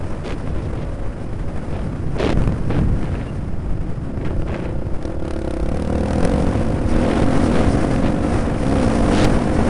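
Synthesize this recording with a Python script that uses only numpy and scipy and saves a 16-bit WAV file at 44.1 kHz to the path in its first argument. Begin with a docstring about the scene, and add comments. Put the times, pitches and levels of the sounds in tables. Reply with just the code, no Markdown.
"""On a rutted dirt track, a single-cylinder four-stroke bike coasts into a bend, then accelerates out.
Each firing sends a pressure pulse through the silencer, whose resonances bark, growl or drone.
The listening point is a camera on the rider: turbulent wind buffets its microphone and grows with
speed, and ruts jolt it so that it knocks in its mount. Rough scraping bursts come and go, grit ticks
on the mudguard, loose parts rattle, the gears whine while coasting and the suspension squeaks once."""
import sys
import numpy as np
from scipy import signal
from scipy.fft import rfft, irfft, next_fast_len
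from scipy.io import wavfile
from scipy.ndimage import map_coordinates

SR = 44100
rng = np.random.default_rng(int(sys.argv[2]) if len(sys.argv) > 2 else 0)


def materialize(psi):
    """Save the field psi as 16-bit PCM at rate SR to the path in sys.argv[1].

    A 1-D psi becomes a single channel; in a 2-D psi each row is a channel.
    """
    bounded = np.clip(np.atleast_2d(psi).T, -1, 1)
    quanta = np.round(bounded * 32767).astype(np.int16)
    wavfile.write(sys.argv[1], SR, quanta)


N = 427329

# airflow at the camera, following road speed: time_s, level_db (over the coasting flow)
AIRFLOW = [(0, 1.5), (1.1, -0.5), (1.7, 0), (2.7, 2), (3.3, 0), (3.6, -2.5), (4.9, -3), (5.6, 0), (5.8, 2),
           (6.25, 8), (6.6, 7.5), (6.85, 6), (7.02, 10.5), (7.65, 11.5), (8.2, 8.5), (8.38, 13), (8.56, 7),
           (8.85, 12), (9.25, 15.5), (9.45, 10), (9.69, 12.5)]
# jolts from ruts: time_s, thud_db, crack_db
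JOLTS = [(.475, -15, -26), (2.374, -8.5, -38), (2.42, -9.5, -32), (2.439, -21, -21), (2.4755, -8.5, -16.5),
         (2.493, -16, -38), (2.523, -13.5, -28), (2.71, -14, -26), (2.79, -7, -29), (3.03, -20, -28),
         (4.175, -15.5, -40), (4.251, -16, -39), (4.308, -12.5, -40), (4.421, -16, -38), (4.868, -19, -44),
         (6.553, -9.5, -28), (6.573, -17, -24), (6.922, -18, -33), (7.222, -5.5, -25), (7.962, -19, -23),
         (8.009, -21, -28), (8.035, -18, -37), (9.224, -11.5, -27), (9.246, -14, -20)]


def amp(db):
    """Amplitude ratio of a level in decibels."""
    return 10 ** (np.asarray(db) / 20)


def unit(x):
    """The signal normalised to rms 1."""
    return x / np.sqrt(np.mean(x ** 2) + 1e-20)


def curves(rows):
    """Linear interpolation: one value per sample for each column after time_s."""
    times, *columns = np.transpose(rows)
    return [np.interp(np.arange(N) / SR, times, column) for column in columns]


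def swells(rows):
    """Superposed raised-cosine humps from rows of centre_s, height, length_s."""
    t = np.arange(N) / SR
    return sum(height * np.cos(np.pi * np.clip((t - centre) / length, -.5, .5)) ** 2
               for centre, height, length in rows)


def impulses(rows, column=1):
    """An impulse train: one per row, at its time_s, with the level_db in the given column."""
    table = np.transpose(rows)
    return np.bincount(np.round(table[0] * SR).astype(int), amp(table[column]), N)


def wobble(knots_per_s):
    """Slow random modulation: a spline through Gaussian values."""
    knots = rng.standard_normal(N // 10)
    return map_coordinates(knots, [np.arange(N) * knots_per_s / SR], mode="wrap")


def excite(drive, impulse_response):
    """Convolution gives the response of a linear system to its drive."""
    return signal.fftconvolve(drive, impulse_response)[:N]


def filtered(x, response):
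    """Linear filtering: the spectrum of x times a complex function of frequency."""
    size = next_fast_len(N + SR // 2)
    return irfft(rfft(x, size) * response(np.fft.rfftfreq(size, 1 / SR)), size)[:N]


def coloured(x, spectrum):
    """Spectral shaping by rows of frequency_hz, level_db on a log axis, at rms 1."""
    corner_hz, db = np.transpose(spectrum)
    return unit(filtered(x, lambda hz: amp(np.interp(np.log(hz + 1), np.log(corner_hz + 1), db))))


def noise(spectrum):
    """Gaussian noise of rms 1 with the given spectral shape."""
    return coloured(rng.standard_normal(N), spectrum)


def bursts(rows, spectrum, rise_s, t60_s):
    """Exponentially decaying noise transients, one per row of time_s, level_db."""
    t = np.arange(SR // 16) / SR
    envelope = (1 - np.exp(-t / rise_s)) * amp(-60 * t / t60_s)
    return excite(impulses(rows), envelope) * noise(spectrum)


def engine(scatter_db=1.7, jitter_s=0.00015, crank_db=-11, crank_fade=0.16):
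    """Periodic excitation: each firing gives a pressure pulse and a gas puff, scaled by the throttle."""
    # throttle position: time_s, opening (0-1)
    throttle_path = [(0, 0.34), (.6, 0), (1.0, 0.02), (1.5, 0.3), (3.9, 0.29), (4.25, 0.61), (4.65, 0.76),
                     (4.88, 0.64), (4.97, 0.4), (5.05, 0.85), (5.15, 0.64), (5.28, .89), (5.43, 0.86),
                     (5.65, 0.87), (5.8, 0.88), (6.27, 0.93), (6.6, 0.86), (6.85, 0.8), (6.96, 0.88),
                     (7.15, 0.92), (8.05, 0.84), (8.45, 0.77), (8.56, 0.68), (8.65, 0.89), (8.85, 0.93),
                     (9.69, 0.81)]
    # the engine lugs out of the bend, pulling hard from low revs: time_s, share (0-1)
    lugging = [(5.66, 0), (5.75, 0.78), (6.47, 1), (6.66, 0)]
    # escaping gas: frequency_hz, density_db
    puff_spectrum = [(400, -17), (1000, 12.5), (2200, 6), (3500, 3), (5000, -0.5), (7200, -7.5),
                     (9700, -2.5), (11000, -8.5)]
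    throttle, = curves(throttle_path)
    lug, = curves(lugging)
    flow_db, = curves(AIRFLOW)
    speed = np.interp(flow_db, [1.5, 9.5], [0, 1])
    note_db = np.interp(throttle, [0, 1], [-49, -22.5])
    puff_db = np.interp(throttle ** 2, [0, 1], [-82, -32.5])  # squared: the puff comes in late
    cycle = np.cumsum(firing_rate()) / SR
    cycle -= cycle[round(5.506 * SR)]  # phase zero falls at this instant
    firings = np.flatnonzero(np.diff(np.floor(cycle)))
    # firing grows less even at road speed
    jitter = jitter_s * SR * speed[firings] * rng.standard_normal(len(firings))
    firings = np.clip(firings + jitter.astype(int), 0, N - 1)
    pulses = np.bincount(firings, amp(scatter_db * rng.standard_normal(len(firings))), N)
    jet = gas_jet(firings)
    running, growl = exhaust(unit(pulses), jet, speed)
    # the crank turns twice per firing and adds a clean low note
    crank = amp(crank_db) * (1 - crank_fade * speed) * np.cos(4 * np.pi * cycle)
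    note = (1 - lug) * (running + crank + speed ** 2 * intake(cycle)) + lug * growl
    return amp(note_db) * note + amp(puff_db) * unit(jet * noise(puff_spectrum))


def firing_rate():
    """The fundamental in Hz: engine speed with the rear tyre gripping, plus flares as it slips."""
    # engine speed under grip: time_s, firing_hz
    gripping = [(0, 48), (0.5, 40.5), (0.85, 42.8), (1.07, 44.5), (1.2, 42.7), (1.5, 43.5), (1.7, 39),
                (1.9, 38), (2.45, 34), (3.37, 34), (3.9, 31), (4.85, 30.5), (5.0, 28.3), (5.1, 47.8),
                (5.17, 37.3), (5.3, 35.2), (5.37, 37.6), (5.47, 32.3), (5.65, 33.3), (5.78, 38.7),
                (5.88, 38.7), (5.97, 36.5), (6.06, 40.5), (6.17, 40.5), (6.29, 47), (6.38, 47.3),
                (6.5, 43.9), (6.9, 39.7), (7.0, 39.8), (7.14, 44), (7.33, 43.3), (7.5, 39.3), (7.7, 45.5),
                (7.98, 45), (8.2, 46), (8.42, 56), (8.58, 51), (8.89, 51), (9.12, 49), (9.2, 52.5),
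                (9.31, 48.5), (9.5, 52), (9.57, 51.5), (9.64, 59), (9.69, 60)]
    # wheelspin: centre_s, extra_firing_hz, length_s
    flares = [(6.65, 15, .3), (7.22, 4.5, .17), (7.4, 7, .12), (7.625, 9.5, .16), (7.81, 7.5, .18),
              (8.09, 6.5, .2), (8.33, 9, .2), (8.49, 5, .14), (8.73, 18.5, .44), (8.98, 8, .22),
              (9.39, 11, .2)]
    return curves(gripping)[0] + swells(flares)


def exhaust(pulses, jet, speed, swirl_base=0.1, swirl_at_speed=0.35):
    """Source and filter: pulses ring the pipe. Returns a bark fading to a drone with speed, and a growl."""
    # exhaust resonances at low revs, under speed and while lugging: pitch_hz, ring_s, level_db
    bark_modes = [(75.6, 0.029, -9), (177, 0.005, 3.5), (330, 0.0081, 1.5), (494, 0.0099, -2),
                  (656, 0.0082, -5.5), (1400, 0.014, -3.5)]
    drone_modes = [(90.5, 0.014, 0.5), (194, 0.016, -8.5), (227.3, 0.013, -7), (286, 0.0077, -7.5),
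                   (506, 0.0094, -5), (686, 0.014, -6), (1016, 0.0011, -0.5), (1360, 0.0079, -20)]
    lug_modes = [(79.4, 0.044, -3), (168, 0.0082, 7), (262, 0.0064, -0.5), (341, 0.024, -3.5),
                 (496, 0.0062, 2), (660, 0.0087, -14), (1420, 0.0064, 0)]
    # turbulence in the jet roughens the upper resonances
    swirl = filtered(unit(jet * rng.standard_normal(N)), lambda hz: hz ** 2 / (hz ** 2 + 450 ** 2))
    clean = pulses + swirl_base * swirl
    rough = clean + swirl_at_speed * speed * swirl
    bark = amp(1) * silencer(rough, bark_modes, second_s=.0034, second_gain=.64, cutoff_hz=830)
    drone = amp(-2) * silencer(rough, drone_modes, second_s=.0038, second_gain=.5, cutoff_hz=940)
    growl = amp(4.5) * silencer(clean, lug_modes, second_s=.004, second_gain=1.35, cutoff_hz=850)
    return (1 - speed) * bark + speed * drone, growl


def silencer(drive, modes, second_s, second_gain, cutoff_hz):
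    """Damped resonance: two rounded pressure fronts per firing ring until the packing absorbs them."""
    t = np.arange(SR // 10) / SR
    ring = sum(amp(db) * np.cos(2 * np.pi * hz * t) * np.exp(-(t / ring_s) ** 2)
               for hz, ring_s, db in modes)

    def fronts(hz):
        return (1 + second_gain * np.exp(-2j * np.pi * second_s * hz)) / (1 + (hz / cutoff_hz) ** 4)

    return unit(filtered(excite(drive, ring), fronts))


def gas_jet(firings, delay_s=0.0018, rise_s=0.00022, t60_s=0.026):
    """Envelope of the outflow: gas bursts out just after each pressure front and decays exponentially."""
    t = np.maximum(np.arange(SR // 40) / SR - delay_s, 0)
    puff = (1 - np.exp(-t / rise_s)) * amp(-60 * t / t60_s)
    return excite(np.bincount(firings, minlength=N), puff)


def intake(cycle, odd_db=-5):
    """Forced resonance: each engine harmonic sings out as it sweeps through an airbox mode."""
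    # intake resonances: pitch_hz, width_hz, level_db
    airbox_modes = [(245, 64, 2), (305, 28, -1), (525, 48, -5.5), (700, 60, -10)]
    firing_hz = firing_rate()
    sound = np.zeros(N)
    for order in range(3, 17):
        gain = sum(amp(db) * np.exp(-((order * firing_hz - hz) / width) ** 2)
                   for hz, width, db in airbox_modes)
        sound += amp(odd_db * (order % 2)) * gain * np.cos(2 * np.pi * order * cycle)
    return sound


def pops(gain_db=-1):
    """A steep transient is broadband: the hardest firings leave the pipe with a bright crack."""
    # exhaust cracks as the throttle opens: time_s, relative_db
    cracks = [(5.026, -31), (5.0527, -27), (5.3085, -28.5), (5.5085, -26), (5.5385, -29), (5.628, -44),
              (5.689, -33), (5.771, -30), (5.822, -29), (6.006, -36), (6.1063, -29), (6.1313, -24),
              (6.2275, -28), (6.25, -16.5)]
    # colour of a crack: frequency_hz, density_db
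    spectrum = [(500, -20), (1500, 12), (2800, -1.5), (5000, 3), (7200, -8), (9700, 2), (11000, -10)]
    return amp(gain_db) * bursts(cracks, spectrum, rise_s=0.0003, t60_s=0.015)


def wind(buffet_db=-26, rush_db=-34.5, hiss_db=-47.5):
    """Turbulence: eddies thump the microphone and modulate the rush and hiss; all grow with airflow."""
    # low buffet, broad rush and high hiss of the air: frequency_hz, density_db
    buffet_spectrum = [(5, 6), (25, -3), (50, -1.5), (70, -13.5), (120, -18), (300, -44), (1000, -85)]
    rush_spectrum = [(60, -23), (160, 6), (270, 9), (420, 7), (530, 5.5), (900, -2), (1400, -5),
                     (2600, -15), (3600, -22.5), (6000, -28.5), (11000, -28)]
    hiss_spectrum = [(800, -22), (2500, -13), (4200, -2), (5000, 4), (5800, 2.5), (7300, -6.5), (9500, 4),
                     (10300, -16), (11000, 12.5)]
    # gusts on the microphone: centre_s, extra_buffet_db, length_s
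    gusts = [(.55, 7.5, 0.23), (1.7, 0, 0.24), (2.42, 8.5, 0.36), (2.85, 7.5, 0.79), (3.7, 5.5, 1),
             (4.38, 9, 0.39), (4.87, 4.5, 1), (5.63, 9.5, 0.33), (6.94, 8, .25), (8.03, 0, 0.2),
             (9.25, 6, 0.14)]
    flow_db, = curves(AIRFLOW)
    eddies = noise(buffet_spectrum)
    buffet = unit(eddies * amp(2 * wobble(20)))
    flutter_db = 1.5 * (wobble(130) - eddies)
    rush = unit(noise(rush_spectrum) * amp(flutter_db))
    hiss = unit(noise(hiss_spectrum) * amp(0.089 * flutter_db + 3.5 * wobble(22)))
    return (amp(buffet_db + 0.47 * flow_db + swells(gusts)) * buffet
            + amp(rush_db + flow_db) * rush
            + amp(hiss_db + 1.31 * flow_db) * hiss)


def rumble(shake_db=-16, shake_t60_s=0.26, lump_db=0.9):
    """Structure-borne sound: the track shakes the camera through frame and rider, more after a jolt."""
    # roughness of the ground: time_s, level_db
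    roughness = [(0, -29.5), (.65, -26), (1.05, -30.5), (1.85, -24.5), (2.3, -26), (2.39, -16),
                 (2.53, -25.5), (2.62, -22), (2.78, -17.5), (2.91, -19.5), (3.02, -22), (3.6, -28),
                 (4.3, -26), (4.9, -27), (5.15, -31), (5.5, -32.5), (6.1, -23.5), (6.6, -21.5),
                 (7.2, -23.5), (7.9, -21.5), (8.55, -24.5), (9.69, -21)]
    # vibration reaching the camera: frequency_hz, density_db
    spectrum = [(35, -24), (65, -1.5), (90, 0), (120, -4), (152, -2.5), (200, -8.5), (300, -12),
                (420, -25.5), (800, -38.5), (2000, -51), (6000, -88)]
    ground_db, = curves(roughness)
    t = np.arange(SR) / SR
    shake = excite(impulses(JOLTS), amp(shake_db - 60 * t / shake_t60_s))
    level = np.hypot(amp(ground_db), shake)  # the two add in power
    return level * unit(noise(spectrum) * amp(lump_db * wobble(55)))


def knocks(push_s=0.0013, rise_s=0.0013, crack_t60_s=0.0089):
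    """Impact: each jolt gives the camera one dull push and a short crack."""
    # colour of the crack: frequency_hz, density_db
    spectrum = [(100, 9), (400, -22), (1000, 8.5), (2500, -2), (4000, -13), (7000, -25), (10000, -20)]
    t = np.arange(SR // 20) / SR
    thud = (t / push_s - 1) * np.exp(-t / push_s) * (1 - np.exp(-t / rise_s))
    thud /= np.abs(thud).max()
    cracks = excite(impulses(JOLTS, column=2), amp(-60 * t / crack_t60_s)) * noise(spectrum)
    return excite(impulses(JOLTS), thud) + cracks


def scrapes(spikes_per_s=550, spike_t60_s=0.013, attack_s=0.0063, release_s=0.0034, treble_hz=4500):
    """Random amplitude modulation gives rough scraping bursts; the last is a bright blast of wind."""
    # rough bursts: start_s, end_s, first_db, last_db, treble_gain
    spans = [(0.241, 0.347, -30, -35, 1.5), (0.45, 0.672, -39, -36, -0.7), (0.77, 0.851, -32, -30, -0.7),
             (1.726, 1.825, -29, -31, -1), (2.158, 2.183, -24, -32, -2.5), (2.18, 2.335, -19.5, -18.5, 0),
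             (2.358, 2.53, -30, -48, -2.5), (2.7, 2.8, -22.5, -28.5, -1.2),
             (3.023, 3.262, -38.5, -37, -0.5), (4.18, 4.332, -36, -32.5, -2),
             (4.474, 4.713, -29.5, -31, -1.5), (6.903, 7.239, -28.5, -22, -0.5),
             (7.524, 7.703, -22.5, -40, 0.5), (8.032, 8.086, -25, -20.5, -0.5),
             (9.12, 9.257, -28.5, -22.5, 5)]
    # colour of the bursts: frequency_hz, density_db
    spectrum = [(100, 16), (330, 20.5), (530, 19), (750, 10), (1100, 3.5), (2400, 1), (3400, -3),
                (4500, -8.5), (7000, -20.5), (10000, -42)]
    t = np.arange(N) / SR
    spikes = (rng.random(N) < spikes_per_s / SR) * rng.uniform(0.17, 1, N)
    roughness = unit(excite(spikes, amp(-60 * t[:SR // 20] / spike_t60_s)))
    scrape = unit(noise(spectrum) * (.6 + roughness))
    treble = filtered(scrape, lambda hz: hz ** 2 / (hz ** 2 + treble_hz ** 2))
    sound = np.zeros(N)
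    for start, end, first_db, last_db, treble_gain in spans:
        corners_s = [start - attack_s, start + attack_s, end - release_s, end + release_s]
        level = np.interp(t, corners_s, [0, amp(first_db), amp(last_db), 0])
        sound += level * (scrape + treble_gain * treble)
    return sound


def rattles(gain_db=-6):
    """Heavily damped impacts: loose parts and flung gravel tick against the frame."""
    # strikes on the chassis: time_s, relative_db
    strikes = [(2.7914, -32), (3.029, -21.5), (3.0809, -26), (3.1514, -18), (3.1956, -30), (3.2126, -19),
               (4.175, -36), (4.2121, -23), (4.2485, -20), (4.28, -28), (4.2979, -31), (4.3413, -30),
               (4.4186, -26), (4.6546, -20), (4.7573, -34)]
    # colour of a strike: frequency_hz, density_db
    spectrum = [(700, -14), (1500, 7), (2300, 3), (3300, -7), (5000, -26), (10000, -38)]
    return amp(gain_db) * bursts(strikes, spectrum, rise_s=0.00084, t60_s=0.019)


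def grit(grains_per_s=410, size_db=4.0, grain_t60_s=0.0033, attack_s=0.0066, release_s=0.0043):
    """Shot noise: grains of many sizes hit the mudguard at random instants, in short sprays."""
    # sprays of grit: start_s, end_s, first_db, last_db
    sprays = [(0.25, 0.334, -43, -34.5), (2.7, 2.797, -44, -43), (3.03, 3.286, -44, -50),
              (4.248, 4.28, -37, -42), (4.474, 4.547, -39, -39), (4.544, 4.658, -39.5, -42)]
    # ticks on the mudguard: frequency_hz, density_db
    spectrum = [(400, -20), (900, 7.5), (1500, 5), (2500, 1.5), (3300, -6), (5000, -15), (10000, -28)]
    t = np.arange(N) / SR
    level = np.zeros(N)
    for start, end, first_db, last_db in sprays:
        corners_s = [start - attack_s, start + attack_s, end, end + release_s]
        level += np.interp(t, corners_s, [0, amp(first_db), amp(last_db), 0])
    hits = rng.random(N) < grains_per_s / SR
    sizes = amp(size_db * np.minimum(rng.exponential(size=N), np.pi))
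    ticks = excite(hits * sizes, amp(-60 * t[:SR // 40] / grain_t60_s))
    return level * coloured(ticks * rng.standard_normal(N), spectrum)


def whine(waver_rad=0.28):
    """Gear-mesh tones: the lightly loaded gears sing at multiples of the firing rate."""
    # gear tones while coasting: centre_s, level_db, length_s, firing_multiple
    tones = [(.08, -46, 0.4, 13), (0.363, -42, .39, 8.5), (.93, -40.5, 0.77, 12), (.97, -38.5, 0.97, 13),
             (1.483, -36, .26, 13), (1.92, -48, 0.28, 13)]
    phase = 2 * np.pi * np.cumsum(firing_rate()) / SR
    return sum(swells([(centre, amp(db), length)]) * np.sin(order * phase + waver_rad * wobble(25.6))
               for centre, db, length, order in tones)


def squeak(pitch_hz=2800, waver_rad=0.8):
    """A short tone from the suspension, made unsteady by random phase modulation."""
    # suspension squeak: centre_s, level_db, length_s
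    squeaks = [(3.29, -43, 0.056)]
    t = np.arange(N) / SR
    level = swells([(centre, amp(db), length) for centre, db, length in squeaks])
    return level * np.sin(2 * np.pi * pitch_hz * t + waver_rad * wobble(250))


def whistle(level_db=-68):
    """Narrow-band noise is heard as a faint, steady, airy whistle."""
    # band of the whistle: frequency_hz, density_db
    spectrum = [(3500, -30), (4550, -9), (5000, 0), (5450, -9), (6500, -30)]
    return amp(level_db) * noise(spectrum)


def scene():
    """Superposition: all sources add at one microphone in the open air."""
    return (engine() + pops() + wind() + rumble() + knocks() + scrapes()
            + rattles() + grit() + whine() + squeak() + whistle())[None]


def record(dry, stop_hz=11200, taper_hz=900):
    """Band limiting: the small camera passes nothing above stop_hz."""
    return filtered(dry[0], lambda hz: np.clip((stop_hz - hz) / taper_hz, 0, 1) ** 2)[None]


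dry = scene()
out = record(dry)
materialize(out)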